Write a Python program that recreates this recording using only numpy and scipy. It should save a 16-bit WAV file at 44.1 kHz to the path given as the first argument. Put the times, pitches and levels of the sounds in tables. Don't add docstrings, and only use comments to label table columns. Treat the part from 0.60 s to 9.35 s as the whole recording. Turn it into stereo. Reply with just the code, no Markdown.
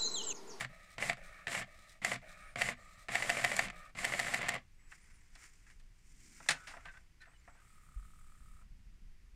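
import sys
import numpy as np
from scipy import signal
from scipy.fft import rfft, irfft, next_fast_len
from scipy.io import wavfile
from scipy.ndimage import uniform_filter1d

SR = 44100
rng = np.random.default_rng(int(sys.argv[2]) if len(sys.argv) > 2 else 0)


def wrap_up_sound(samples):
    columns = np.atleast_2d(samples).T
    tamed = np.clip(columns, -1, 1)
    steps = np.round(tamed * 32767).astype(np.int16)
    wavfile.write(sys.argv[1], SR, steps)


def magnitude_from_level(level_db):
    exponent = np.asarray(level_db, float) / 20
    return 10 ** exponent


N = 385875
SIZE = next_fast_len(N + 8192)
HZ = np.maximum(np.arange(SIZE // 2 + 1) * SR / SIZE, 1)
TIME_S = np.arange(N) / SR

# frequency in Hz, level in dB per Hz.
MIC_HISS = [(180, -29), (300, -6.5), (584, -21), (634, -19), (1660, -14.5), (1970, -12), (2140, -12),
            (3950, -21.5), (4910, -18.5), (8220, -23.5), (16000, -34)]
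MIC_HISS_DB = -74
# level in dB, turning points (s, Hz), twin level in dB where it differs.
WHINES = [(-83, [(1.78, 8900), (1.82, 9050), (1.88, 9750), (1.96, 8800)]), (-84, [(2.14, 8200),
          (2.22, 7550), (2.29, 8200), (2.345, 7500), (2.42, 8400), (2.49, 7600)]), (-88, [(4.12, 5800),
          (4.165, 8600)], -40), (-86, [(6.68, 4750), (6.74, 5150)], -40), (-84, [(4.17, 8300), (4.22, 8800),
          (4.24, 8750), (4.27, 8950), (4.305, 8300)], -40), (-84, [(4.175, 7900), (4.2, 7950), (4.24, 7750),
          (4.27, 7850), (4.32, 7400)], -40), (-83, [(4.385, 7600), (4.437, 9300), (4.487, 7500),
          (4.54, 9900), (4.6, 7600)], -40), (-88, [(4.45, 10000), (4.49, 8500), (4.53, 9900)], -40),
          (-89, [(4.57, 9700), (4.63, 7300)], -40), (-85, [(6.65, 8100), (6.67, 8500), (6.7, 8250),
          (6.745, 9150), (6.8, 7850), (6.83, 8200)], -40), (-87, [(6.65, 8000), (6.69, 7950), (6.745, 8450),
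          (6.795, 7150), (6.82, 7400)], -40), (-85, [(6.86, 9500), (6.88, 9700), (6.92, 8300), (6.97, 9100),
          (7.0, 8500)], -40), (-86, [(6.86, 8500), (6.875, 8600), (6.92, 7500)], -40), (-86, [(6.915, 8000),
          (6.94, 7900), (6.98, 8150)], -40), (-88, [(7.07, 8100), (7.16, 9300)])]
TWIN_RATIO, TWIN_DB, LOW_TWIN_RATIO, LOW_TWIN_DB = .905, -4, .57, -7
# time in seconds, level in dB.
GRIP_LEVEL = [(0.0, -59), (0.63, -57), (0.83, -65), (0.97, -57.5), (1.19, -59), (4.0, -58.5), (6.63, -61),
              (7.36, -55.5), (7.99, -55), (8.14, -52.5), (8.75, -59)]
# frequency in Hz, level in dB per Hz.
GRIP_SPECTRUM = [(7.1, -34.5), (12, 3.5), (27, -1), (54, -10.5), (204, -25), (317, -40.5), (379, -61),
                 (600, -48), (780, -82.5), (1320, -120)]
# start in seconds, frequency in Hz, peak in dB, t60
# in seconds.
SOFT_BUMPS = [(5.89, 355, -46.5, 0.12), (7.362, 44.5, -32.5, 0.26), (7.48, 190, -64, 0.075),
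              (7.68, 171, -64, 0.071), (7.92, 220, -67, .07), (8.3, 200, -62, .08),
              (8.107, 26.9, -40, 0.28), (8.269, 35.5, -41, 0.14)]
# start in seconds, end in seconds, level in dB.
ARM_REACH = (5.42, 6.02, -73)
# frequency in Hz, likeness from -1 to 1.
PORT_LIKENESS = [(60, 1), (180, 0.99), (550, 0.73), (1650, 0.29), (4970, 0.063), (15000, -0.12)]
# frequency in Hz, left minus right in dB.
PORT_TILT = [(60, 0), (110, -0.5), (200, 0.5), (380, -1.5), (700, -1), (1290, -8), (2380, -8), (4400, 1.5),
             (8120, -5), (15000, -18.5)]
COHERENT = .4
ROOM_T60_S, ROOM_DB = 0.17, -12.5

# start in seconds, end in seconds, frequency in Hz, level in dB.
CREAKS = [(5.97, 6.07, 1470, -59), (5.96, 6.06, 1310, -60), (6.065, 6.1, 1660, -57),
          (6.17, 6.235, 1350, -64), (6.25, 6.32, 1540, -53), (6.335, 6.39, 1510, -57),
          (6.61, 6.65, 1800, -58), (6.605, 6.645, 1500, -61), (6.605, 6.625, 4050, -67),
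          (6.97, 7.01, 1520, -68), (6.745, 6.775, 2950, -70), (6.605, 6.63, 2420, -66)]
# peak in seconds, swell in dB/s, fade in dB/s, dull level in dB, bright in dB re dull.
STROKES = [(4.22, 200, 30, -73, -17), (4.33, 250, 200, -67.5, 0.1), (4.47, 60, 40, -69, -7),
           (4.842, 170, 206, -61, -3), (5.105, 159, 350, -65.5, -10), (4.95, 31, 41, -73.5, -1.2),
           (5.753, 36, 33, -70.5, 4.5), (4.76, 300, 100, -69, -7), (5.94, 34.5, 43, -68, -11),
           (5.9, 68, 60, -61.5, -8), (6.11, 145, 173, -59, -8), (6.35, 24, 98, -75.5, -2.5),
           (6.2, 120, 95, -64.5, -16), (6.9, 39, 19, -71.5, -10.5)]
STEEPEN = 1.78
# frequency in Hz, level in dB per Hz.
RUB_SPECTRUM = [(180, -29), (300, -5.5), (440, -9.5), (603, -20.5), (774, -12.5), (946, -10), (2170, 2.5),
                (3700, -12), (4910, -11.5), (7440, 2.5), (10600, -20), (14700, -19), (16000, -29.5)]
# frequency in Hz, width in Hz, lift in dB.
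RUB_MODES = [(2174, 300, 2.5), (5000, 1700, 10.5), (5780, 500, 2), (7300, 840, 0), (9140, 780, 11)]
# start in seconds, peak in dB, thud in dB re peak, snap in dB re peak, t60 in seconds.
TAPS = [(4.318, -43, -22, -34, 0.087), (4.7528, -51.5, -11, 0.5, 0.078), (4.8051, -56, -20, -10, .05),
        (4.8211, -52, -22, -12, 0.085), (4.838, -57.5, -22, -2, .06), (5.066, -57, -23, -23, .07),
        (5.0997, -55, -27, -4, .06), (5.109, -64, -22, 5, 0.046), (5.197, -71, -3, 7.5, 0.11),
        (5.72, -62, -14, -20, .06), (5.8025, -56, 7.5, -5, 0.053), (5.86, -48.5, -7.5, -9, 0.068),
        (5.887, -25.5, -8.5, 5.5, 0.089), (5.9052, -29.5, -16, 3, 0.14), (6.071, -48.5, -10.5, 0.5, 0.39),
        (6.078, -60, -12, -5, 0.094), (6.11, -54, -2, -17.5, .06), (6.137, -55.5, 6.5, -18, 0.065),
        (6.167, -45, -3, -30, 0.044), (6.2544, -39, -11, -16, 0.09), (6.284, -45, -46, -30, 0.073),
        (6.3385, -55, -12, -30, 0.16), (6.37, -50, -16, -25, 0.051), (6.614, -58, -36, -1.5, 0.16),
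        (6.621, -62, -20, -12, .07), (6.656, -51, -22, -20, .05), (6.715, -60, -20, -20, .05),
        (6.733, -57, -18, -18, 0.062), (6.669, -64.5, 4.5, -23, 0.13), (6.876, -59, 5.5, -23, 0.1),
        (6.9485, -75, 7.5, -11, 0.23), (8.0124, -65, -2, -16, 0.067)]
# frequency in Hz, level in dB per Hz.
PLASTIC = [(88, -19), (150, -1), (231, -13.5), (270, -2.5), (309, -25.5), (466, -11), (689, 0), (871, -3),
           (2020, 1), (6020, -21), (9080, -23), (14800, -65.5), (16000, -52.5)]
# frequency in Hz, width in Hz, lift in dB.
PLASTIC_MODES = [(1510, 770, 6), (1880, 240, 5), (2650, 170, 6), (5600, 730, 1)]

# start in seconds, end in seconds, drive in dB, rail in dB, crossing of the ribs in seconds.
SWEEPS = [
    (0.09, 0.386, -62.5, -68.5, .3274),
    (0.572, 0.872, -58.5, -63, .6455),
    (1.07, 1.387, -64.5, -69.5, 1.3179),
    (1.62, 1.941, -59, -63.5, 1.6915),
    (2.172, 2.475, -64.5, -65, 2.4179),
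    (3.123, 3.308, -59, -59.5, 3.1666),
]
# start in seconds, end in seconds, drive in dB, rail in dB.
CREEP = (7, 8.03, -79.5, -71.5)
TURN_S, CREEP_TURN_S, FIRST_KICK_S, CREEP_KICK_S, SECOND_KICK = .033, .054, .005, 6.9956, .43
# frequency in Hz, width in Hz, level in dB.
FRAME = [(612, 66, 0.6), (759, 80, -9.5), (174.7, 15, 2.5)]
# frequency in Hz, width in Hz, level in dB.
RAIL = [(1262, 67, 8), (1107, 29, -13), (1450, 24, -11.5)]
# frequency in Hz, width in Hz, level in dB.
FAST_RAIL = [(1218, 22, -2), (1279, 22, .1), (1160, 25, -10)]
FAST_KICK = .3
# frequency in Hz, width in Hz, level in dB.
CASE = [
    [(1850, 110, 2.5), (1970, 60, -3), (2250, 110, -1), (2586, 200, -10.5)],
    [(1460, 30, 0.5), (1696, 45, -3), (1822, 68, 3.5), (2245, 90, 1), (2400, 55, -4), (2630, 200, -13)],
]
# frequency in Hz, width in Hz, lift in dB.
HOLLOW = [(396, 200, -6), (950, 250, -5)]
# time in seconds, level in dB.
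CREEP_RING = [(7, 2), (7.15, 0.5), (7.4, 3), (7.6, 0.5), (7.8, -0.8), (8.03, 0.5)]
# frequency in Hz, level in dB per Hz.
SLIDE = [(1760, -34.5), (3000, -5), (3900, 4), (4400, -2), (5770, -3), (8990, -4), (10300, -15),
         (15000, -21.5)]
# frequency in Hz, width in Hz, lift in dB.
SLIDE_MODES = [(7700, 400, 3), (9200, 500, 3)]
# frequency in Hz, gain in dB.
LID_OPEN = [(3000, -3.5), (5000, -13.5), (7500, 5), (12000, 5)]
# seconds from the crossing time when going out, level in dB.
RIBS = [(-.097, -8.5), (-.085, -8), (-.035, -7), (-.024, 0), (-.012, -4.5), (0, -1.5), (0.0094, -1.5)]
RIB_DB, RIB_T60_S = -64, 0.041
RAMP_S, BRAKE_S, CREEP_BRAKE_S = 0.068, 0.053, .012
LATE_RING_S = 0.075
FRAME_RE_DRIVE_DB = np.array([3, -5, -8.5, -6.5])
CASE_RE_DRIVE_DB = np.array([0.5, 0, 0.5, -8])
RAIL_RUN_DB, RAIL_TILT_DB = np.array([-4.5, 0, 0, -12.5]), 0.5
SLIDE_DB, SLIDE_RUN_DB = -71.5, np.array([-4, 0, 0, -7.5])
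CREEP_SLIDE_DB, CREEP_FRAME_DB = -3.5, -5

# start in seconds, end in seconds, gear load in dB, clutch clunk peak in dB.
FEED = [
    (-.1, 0.068, -46.5, -40),
    (0.3811, 0.545, -45, -30),
    (0.8694, 1.049, -45, -27.5),
    (1.417, 1.586, -45.5, -45),
    (1.9575, 2.149, -45, -31),
    (2.4844, 3.099, -46, -32.5),
    (3.35, 3.999, -47, -47.5),
]
# frequency in Hz, level in dB per Hz.
GEARBOX = [(120, -42.5), (200, -12.5), (432, -12.5), (696, -3.5), (899, -12.5), (1080, -5.5), (1680, -8.5),
           (2020, -2.5), (4120, -12.5), (6050, -15.5), (7680, -12.5), (13600, -34), (16000, -47)]
# frequency in Hz, width in Hz, lift in dB.
GEAR_MODES = [(318, 56, -3.5), (590, 25, 2.5), (696, 36, 4.5), (806, 90, 4.5), (900, 54, -2),
              (1760, 470, 6), (2207, 270, 5), (4700, 460, 1), (7440, 760, 4), (9130, 500, 7)]
# frequency in Hz, width in Hz, level in dB.
HUM = [(127.8, 11, 2), (197, 9.7, -6), (240, 17, -9.5)]
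# frequency in Hz, width in Hz, level in dB.
BRAKE_HUM = [(187, 16, 0)]
BRAKE_HUM_DB = [-21.5, -19, -15, -13, -20.5]
SPIN_UP_S, SLOW_S, STOP_S = 0.039, 0.051, 0.023
SPEED_DB = np.array([-7.5, 0, 0, -5, -17.5])
HUM_STRAIN_DB = np.array([5.5, 0, 2.75, 0, -6])
HUM_RE_DB, HISS_RE_DB, HISS_FOLLOWS = -11.5, -6, 2.8
SHEET_GONE_S, SHEET_GONE_DB = 3.79, -12.5
# start in seconds, peak in dB, touch before it in dB re peak, snap in dB re peak.
DROPS = [(0.4968, -19, -20, -23), (1.4474, -21, -26, -7), (2.0177, -20, -5, -12.5),
         (2.5537, -20, -4.5, -15.5), (2.6998, -18.5, -3.5, -13), (2.8466, -17.5, -6.5, -12),
         (2.9918, -16.5, -15, -15), (3.45, -22.5, -2.5, -8.5), (3.5981, -24.5, 2, -8), (3.743, -23, -3, -7),
         (3.89, -22.5, -4, -8)]
TOUCH_LEAD_S, TOUCH_DULL_DB, DROP_THUD_DB = .0055, -5.5, -17.5
# start in seconds, peak in dB, rebound in dB re peak.
CATCHES = [(.4244, -25, -6.5), (0.9495, -24.5, -11), (1.5177, -23, -11), (2.0878, -24, -10),
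           (2.6236, -24.5, -9.5), (2.7697, -25, -5.5), (2.9161, -23.5, -11), (3.5217, -26.5, -0.7),
           (3.6668, -29.5, 1), (3.814, -28, -1.5), (3.9369, -34, 3.5)]
REBOUND_S, CATCH_THUD_DB, CATCH_SNAP_DB, CLUNK_THUD_DB, CLUNK_SNAP_DB = .0153, -15, -15, -14, -22.5
# start in seconds, peak in dB, snap in dB re peak.
TICKS = [(.008, -29, -10.5), (.047, -32.5, -19.5), (0.5307, -33.5, -12), (0.88, -32, -15),
         (2.518, -37.5, -21), (2.4898, -34, -27), (2.9653, -35.5, 4), (3.1, -33, -20), (3.083, -35, -26),
         (1.541, -36, -10), (1.558, -36.5, -18), (.57, -46.5, -21), (1.616, -53, -29), (3.388, -30, -22.5)]
# seconds from it (negative before), peak in dB, thud in dB re
# peak, snap in dB re peak.
NEAR_DROP = [(-.016, -38, -13.5, -21.5), (.013, -36, -8.5, -19.5), (.030, -33.5, -16.5, -19.5),
             (.048, -38.5, -5, -21)]
# seconds from it, peak in dB, thud in dB re peak, snap in dB re peak.
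AFTER_CATCH = [(.005, -38, -22.5, -5), (.024, -37.5, -4.5, -20.5), (.048, -45, -13.5, -9.5)]
LONG_FEED_S = .3
# time in seconds, hardness.
BARE_GEARS = [(1.5, 0.012), (3.45, .22)]
# frequency in Hz, level in dB, t60 in seconds.
DROP_RING = [(694, -8.5, 0.039), (761.4, -12, 0.049), (1849, -3, .03), (2002, -1, .028), (2234, -3, 0.026),
             (2330, -10, .025), (2670, -7.5, 0.028), (3064, -12.5, 0.026), (3746, -14, 0.02),
             (4610, -12.5, 0.022), (7740, -10, .022)]
# frequency in Hz, level in dB, t60 in seconds.
CATCH_RING = [(584, -9.5, .035), (690, -13, 0.028), (791, -12.5, .03), (1270, -13, .02),
              (1510, -10.5, 0.018), (1780, -5, .02), (2004, 3.5, .018), (2270, -3.5, .02),
              (2720, -11, 0.017)]
CAM_RING_DB, CAM_RATTLE_DB, CAM_VARIES_DB, CAM_RISE_CYCLES = -0.92, -5.5, 1.8, 0.91


def in_time(tables, edge_s=.004):
    rows = []
    for table in tables:
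        off = [-130] * (len(table[0]) - 1)
        rows.append([table[0][0] - edge_s] + off)
        rows += [list(row) for row in table]
        rows.append([table[-1][0] + 9 * edge_s] + off)
    s, *columns = np.transpose(rows)
    return [np.interp(TIME_S, np.maximum.accumulate(s), column) for column in columns]


def at_hz(points):
    hz, value = np.array(points).T[:2]
    return np.interp(np.log(HZ), np.log(hz), value)


def lifted(points, modes=()):
    lift_db = sum(db / (1 + (2 * (HZ - hz) / width) ** 2) for hz, width, db in modes)
    return magnitude_from_level(at_hz(points) + lift_db)


def resonant(modes):
    return sum(magnitude_from_level(db) / (1 + (2 * (HZ - hz) / width) ** 2) ** 0.56 for hz, width, db in modes)


def band(low_hz, high_hz):
    return 1 / np.sqrt((1 + (low_hz / HZ) ** 6) * (1 + (HZ / high_hz) ** 6))


def filtered(x, gain):
    return irfft(rfft(x, SIZE) * gain, SIZE)[..., :N]


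def colour(x, gain):
    cepstrum = irfft(np.log(gain / np.sqrt(np.mean(gain ** 2)) + 1e-5), SIZE)
    cepstrum[1:SIZE // 2] *= 2
    cepstrum[SIZE // 2 + 1:] = 0
    return filtered(x, np.exp(rfft(cepstrum)))


def drift(rate):
    r = np.exp(-80 * np.pi * rate / SR)
    slow = signal.lfilter([1], [1, -2 * r, r * r], rng.standard_normal(N // 40 + 2002))[2000:]
    return np.interp(np.arange(N) / 40, np.arange(len(slow)), slow / slow.std())


def noise():
    return rng.standard_normal((2, N))


def dying(at_s, peak_db, t60_s, rise_s=.0004):
    out = np.zeros(N)
    for s, db, t60 in zip(at_s, peak_db, np.broadcast_to(t60_s, len(at_s))):
        start, t60 = int(s * SR), max(t60, .005)
        t = np.arange(int(t60 * SR)) / SR
        shape = (magnitude_from_level(db - 60 * t / t60) * (1 - np.exp(-t / rise_s)))[:N - start]
        out[start:start + len(shape)] += shape
    return out


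def blows(at_s, peak_db, thud_db, snap_db, t60_s, gain, trim_db, crack_db, hard):
    def shake(db, t60, low_hz, high_hz):
        crack = np.zeros(N)
        crack[(at_s * SR).astype(int) + 20] = magnitude_from_level(db + crack_db)
        return colour(crack + noise() * dying(at_s, db, t60), gain * band(low_hz, high_hz))
    thud = shake(peak_db + thud_db, 1.52 * t60_s, 100, 1070)
    ring = shake(peak_db, t60_s, 1200, 5300)
    snap = shake(peak_db + snap_db, 0.6 * t60_s, 4500, 25000)
    snap += hard * signal.lfilter([1, -2, 1], [1], snap)
    return magnitude_from_level(trim_db) * (magnitude_from_level(4.5) * thud + ring + magnitude_from_level(6.0) * snap)


def microphone_hiss():
    return magnitude_from_level(MIC_HISS_DB + 1.5) * colour(noise(), lifted(MIC_HISS) * band(290, 17000))


def whine():
    out = np.zeros(N)
    for db, rows, *own_db in WHINES:
        s, hz = np.transpose(rows)
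        t = np.arange(int(s[0] * SR), int(s[-1] * SR))
        place = np.interp(t / SR, s, np.arange(len(s)))
        eased = np.floor(place) + (1 - np.cos(np.pi * (place % 1))) / 2
        turns = 2 * np.pi * np.cumsum(np.interp(eased, np.arange(len(s)), hz)) / SR
        twin_db = min([TWIN_DB, *own_db]) + 4 * np.sin(9 * t / SR * np.pi)
        low_twin_db = min([LOW_TWIN_DB, *own_db])
        tone = np.sin(turns) + magnitude_from_level(twin_db) * np.sin(TWIN_RATIO * turns)
        tone += magnitude_from_level(low_twin_db) * np.sin(LOW_TWIN_RATIO * turns)
        out[t] = magnitude_from_level(db + 8) * signal.windows.tukey(len(t), .3) * tone
    return out * magnitude_from_level(2 * drift(25))


def grip():
    level_db = in_time([GRIP_LEVEL])[0] + 1.9 * drift(6.4)
    rumble = colour(noise() * magnitude_from_level(level_db), lifted(GRIP_SPECTRUM) * band(4.1, 700))
    bumps = sum(-np.sin(2 * np.pi * hz * (TIME_S - s)) * dying([s], [db], t60, rise_s=0.0041)
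                for s, hz, db, t60 in SOFT_BUMPS)
    start, end, reach_db = ARM_REACH
    swell = np.sin(np.pi * np.clip((TIME_S - start) / (end - start), 0, 1))
    rustle = magnitude_from_level(reach_db) * swell * colour(noise()[0], band(170, 300) ** 2)
    return bumps + rustle + rumble[0] + magnitude_from_level(-19.0) * rumble[1] * [[1], [-1]]


def room(x):
    t = np.arange(8000) / SR
    tail = rng.standard_normal((2, len(t))) * magnitude_from_level(-60 * t / ROOM_T60_S) * (t > .004)
    tail /= np.sqrt(np.sum(tail ** 2, axis=1, keepdims=True))
    return magnitude_from_level(ROOM_DB) * filtered(x, rfft(tail, SIZE) * band(140, 7000))


def two_ports(paths):
    alike, tilt_db = np.clip(at_hz(PORT_LIKENESS), -.99, .999), at_hz(PORT_TILT) / 2
    direct, scattered = rfft(paths, SIZE)
    mid = direct * np.sqrt((1 + alike) / 2)
    side = 1j * COHERENT * direct + np.sqrt(1 - COHERENT ** 2) * scattered
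    side = side * np.sqrt((1 - alike) / 2)
    return irfft([(mid + side) * magnitude_from_level(tilt_db), (mid - side) * magnitude_from_level(-tilt_db)], SIZE)[:, :N]


def hinge():
    out = np.zeros(N)
    for start, end, hz, db in CREAKS:
        t = np.arange(int((end - start) * SR)) / SR
        wobble = np.cumsum(rng.standard_normal(4410))[:len(t)] * .065
        turns = 2 * np.pi * hz * t[:len(wobble)] + wobble
        tone = np.sin(turns) + .2 * np.sin(1.34 * turns) + .1 * np.sin(2.35 * turns)
        swell = np.abs(np.sin(np.pi * t[:len(tone)] / t[-1])) ** 0.21
        out[int(start * SR):][:len(tone)] += magnitude_from_level(db) * tone * swell
    return out * magnitude_from_level(2 * drift(50))


def rub_levels():
    t, dull, bright = np.arange(0, N / SR + .01, .002), 1e-13, 1e-13
    for s, swell, fade, dull_db, bright_db in STROKES:
        lost_db = np.where(t < s, swell * (s - t), fade * (t - s))
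        power = magnitude_from_level(2 * (dull_db - 10 * (lost_db / 10) ** STEEPEN))
        dull, bright = dull + power, bright + power * magnitude_from_level(2 * bright_db)
    return [np.interp(TIME_S, t, 10 * np.log10(power)) for power in (dull, bright)]


def handling():
    dull_db, bright_db = rub_levels()
    rubbing, grain = lifted(RUB_SPECTRUM, RUB_MODES), magnitude_from_level(2.0 * drift(58.4))
    rub = colour(noise() * grain * magnitude_from_level(dull_db - 5.0), rubbing * band(240, 2400))
    rub += colour(noise() * grain * magnitude_from_level(bright_db + 1.5), rubbing * band(2800, 17000))
    s, peak_db, thud_db, snap_db, t60 = np.transpose(TAPS)
    plastic = lifted(PLASTIC, PLASTIC_MODES)
    return rub + blows(s, peak_db, thud_db, snap_db, t60, plastic, trim_db=-8, crack_db=1, hard=0.39)


def sweep_levels():
    def sweep(start, end, drive_db, rail_db, way, frame_db=0, slide_db=SLIDE_DB, brake_s=BRAKE_S):
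        along = way * np.array([-1, -1, 1, 1])
        return np.transpose([[start, start + RAMP_S, end - brake_s, end],
                             drive_db + frame_db + FRAME_RE_DRIVE_DB,
                             rail_db + RAIL_RUN_DB - RAIL_TILT_DB * along,
                             drive_db + CASE_RE_DRIVE_DB,
                             slide_db + SLIDE_RUN_DB])
    fast = [sweep(*row[:4], (-1) ** k) for k, row in enumerate(SWEEPS)]
    return in_time(fast + [sweep(*CREEP, -0.86, CREEP_FRAME_DB, SLIDE_DB + CREEP_SLIDE_DB, CREEP_BRAKE_S)])


def ribs():
    ticks = [(row[4] + (-1) ** k * lag, RIB_DB + db) for k, row in enumerate(SWEEPS) for lag, db in RIBS]
    s, db = np.transpose(ticks)
    return dying(s, db + rng.normal(0, 2.7, len(s)), RIB_T60_S)


def pole_kicks():
    turns = [(row[0] + FIRST_KICK_S, TURN_S) for row in SWEEPS] + [(CREEP_KICK_S, CREEP_TURN_S)]
    ends = [row[1] for row in SWEEPS] + [CREEP[1]]
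    kicks = [s + turn_s * (np.arange(34)[:, None] + [0, SECOND_KICK]).ravel() for s, turn_s in turns]
    return np.concatenate([k[k < end] for k, end in zip(kicks, ends)])


def carriage():
    frame_db, rail_db, case_db, slide_db = sweep_levels()
    kicks = pole_kicks()
    strength_db = rng.normal(0, 2.0, len(kicks))
    throb = dying(kicks, strength_db, .04, rise_s=0.0023)
    throb /= np.sqrt(np.mean(throb[throb > 0] ** 2))
    push = np.zeros(N)
    push[(kicks * SR).astype(int)] = 30 * magnitude_from_level(strength_db)
    shake = .3 * noise()
    early = np.arange(N) < CREEP[0] * SR / 2
    fast_rail = colour(FAST_KICK * push + shake, resonant(FAST_RAIL))
    rail = np.where(early, fast_rail, colour(push + shake, resonant(RAIL)))
    for start, *_ in SWEEPS[1:4:2]:
        rail_db -= 10.0 * np.interp(TIME_S - start, [-.01, 0, LATE_RING_S, 1.2 * LATE_RING_S], [0, 1, 1, 0])
    rail_db += np.interp(TIME_S, *np.transpose(CREEP_RING), left=0)
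    rail *= magnitude_from_level(rail_db) / np.sqrt(uniform_filter1d(rail ** 2, size=8820))
    frame = colour(noise() * (0.41 + 0.41 * throb) * magnitude_from_level(frame_db), resonant(FRAME))
    drive = noise() * (0.59 + 0.13 * throb) * magnitude_from_level(case_db)
    out_way = np.searchsorted([row[0] - .02 for row in SWEEPS], TIME_S) % 2
    case = colour(drive * out_way, resonant(CASE[0])) + colour(drive * (1 - out_way), resonant(CASE[1]))
    drag = (0.74 + 0.23 * throb) * magnitude_from_level(slide_db + 1.2 * drift(47)) + ribs()
    slide = colour(noise() * drag, lifted(SLIDE, SLIDE_MODES))
    body = filtered(rail + frame + case, lifted([(20, 0), (20000, 0)], HOLLOW))
    return body + np.where(early, slide, filtered(slide, lifted(LID_OPEN)))


def feed_levels():
    spans = [np.transpose([[start, start + SPIN_UP_S, end - SLOW_S, end - STOP_S, end],
                           db + SPEED_DB,
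                           db + HISS_RE_DB + HISS_FOLLOWS * SPEED_DB,
                           db + HUM_RE_DB + HUM_STRAIN_DB,
                           db + np.array(BRAKE_HUM_DB)]) for start, end, db, _ in FEED]
    grind_db, hiss_db, hum_db, brake_db = in_time(spans)
    hiss_db = hiss_db + SHEET_GONE_DB * (np.arange(N) > SHEET_GONE_S * SR)
    return grind_db, hiss_db, hum_db, brake_db


def in_long_feed(s):
    return any(start < s < end - STOP_S and end - start > LONG_FEED_S for start, end, *_ in FEED)


def knocks():
    rows = [(s, db, CLUNK_THUD_DB, CLUNK_SNAP_DB) for s, _, _, db in FEED[1:]]
    rows += [(s, db, CATCH_THUD_DB, snap_db) for s, db, snap_db in TICKS]
    for s, db, touch_db, snap_db in DROPS:
        db, snap_db = db + CAM_RATTLE_DB, snap_db - CAM_RATTLE_DB
        rows.append((s - TOUCH_LEAD_S, db + touch_db, DROP_THUD_DB, snap_db + TOUCH_DULL_DB))
        rows.append((s, db, DROP_THUD_DB, snap_db))
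    for s, db, rebound_db in CATCHES:
        db += CAM_RATTLE_DB
        rows.append((s, db, CATCH_THUD_DB, CATCH_SNAP_DB))
        rows.append((s + REBOUND_S, db + rebound_db, CATCH_THUD_DB, CATCH_SNAP_DB))
    for hits, followers in ((DROPS, NEAR_DROP), (CATCHES, AFTER_CATCH)):
        rows += [(hit[0] + lag, *levels) for hit in hits for lag, *levels in followers
                 if in_long_feed(hit[0] + lag)]
    return np.transpose(rows)


def cam():
    out, t = np.zeros((2, N)), np.arange(3500) / SR
    drops = [hit for s, db, touch_db, _ in DROPS for hit in ((s, db), (s - TOUCH_LEAD_S, db + touch_db))]
    catches = [hit for s, db, rebound_db in CATCHES for hit in ((s, db), (s + REBOUND_S, db + rebound_db))]
    for hits, modes in ((drops, DROP_RING), (catches, CATCH_RING)):
        hz, mode_db, t60 = np.array(modes).T[..., None]
        rise = 1 - np.exp(-t * hz / CAM_RISE_CYCLES)
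        shape = magnitude_from_level(mode_db - 60 * t / np.maximum(t60, .005)) * rise
        phase = [[[0]], [[1]]] * rng.uniform(0, 2 * np.pi, hz.shape)
        paths = shape * np.sin(2 * np.pi * hz * t + phase)
        paths /= np.abs(paths[0].sum(axis=0)).max()
        for (s, db), vary in zip(hits, rng.standard_normal((len(hits), len(modes)))):
            start = int(s * SR)
            out[:, start:start + len(t)] += magnitude_from_level(db + CAM_VARIES_DB * vary) @ paths
    return magnitude_from_level(CAM_RING_DB) * out


def feed():
    grind_db, hiss_db, hum_db, brake_db = feed_levels()
    gearbox = lifted(GEARBOX, GEAR_MODES)
    chatter = magnitude_from_level(2.3 * drift(160) + .8 * drift(25))
    grind = colour(noise() * chatter * magnitude_from_level(grind_db + 0.2), gearbox * band(170, 4800))
    hiss = colour(noise() * chatter ** 0.26 * magnitude_from_level(hiss_db + 2.5), gearbox * band(4400, 17000))
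    hum = colour(noise() * magnitude_from_level(hum_db), resonant(HUM))
    hum += colour(noise() * magnitude_from_level(brake_db), resonant(BRAKE_HUM))
    hard = np.interp(TIME_S, *np.transpose(BARE_GEARS))
    rattle = blows(*knocks(), 0.028, gearbox, trim_db=-4.5, crack_db=12.0, hard=hard)
    return grind + hiss + hum + cam() + rattle


def scene():
    near = magnitude_from_level(2.5) * two_ports(feed() + carriage() + handling() + hinge())
    return near + room(near) + grip() + microphone_hiss() + whine() * magnitude_from_level([[-2.5], [2.5]])


def band_limit(x):
    return signal.sosfilt(signal.butter(12, 16470, fs=SR, output="sos"), x)


def record(dry):
    top_cut = signal.cheby2(10, 60, 16900, fs=SR, output="sos")
    return band_limit(signal.sosfilt(top_cut, dry))


dry = scene()
out = record(dry)
wrap_up_sound(out)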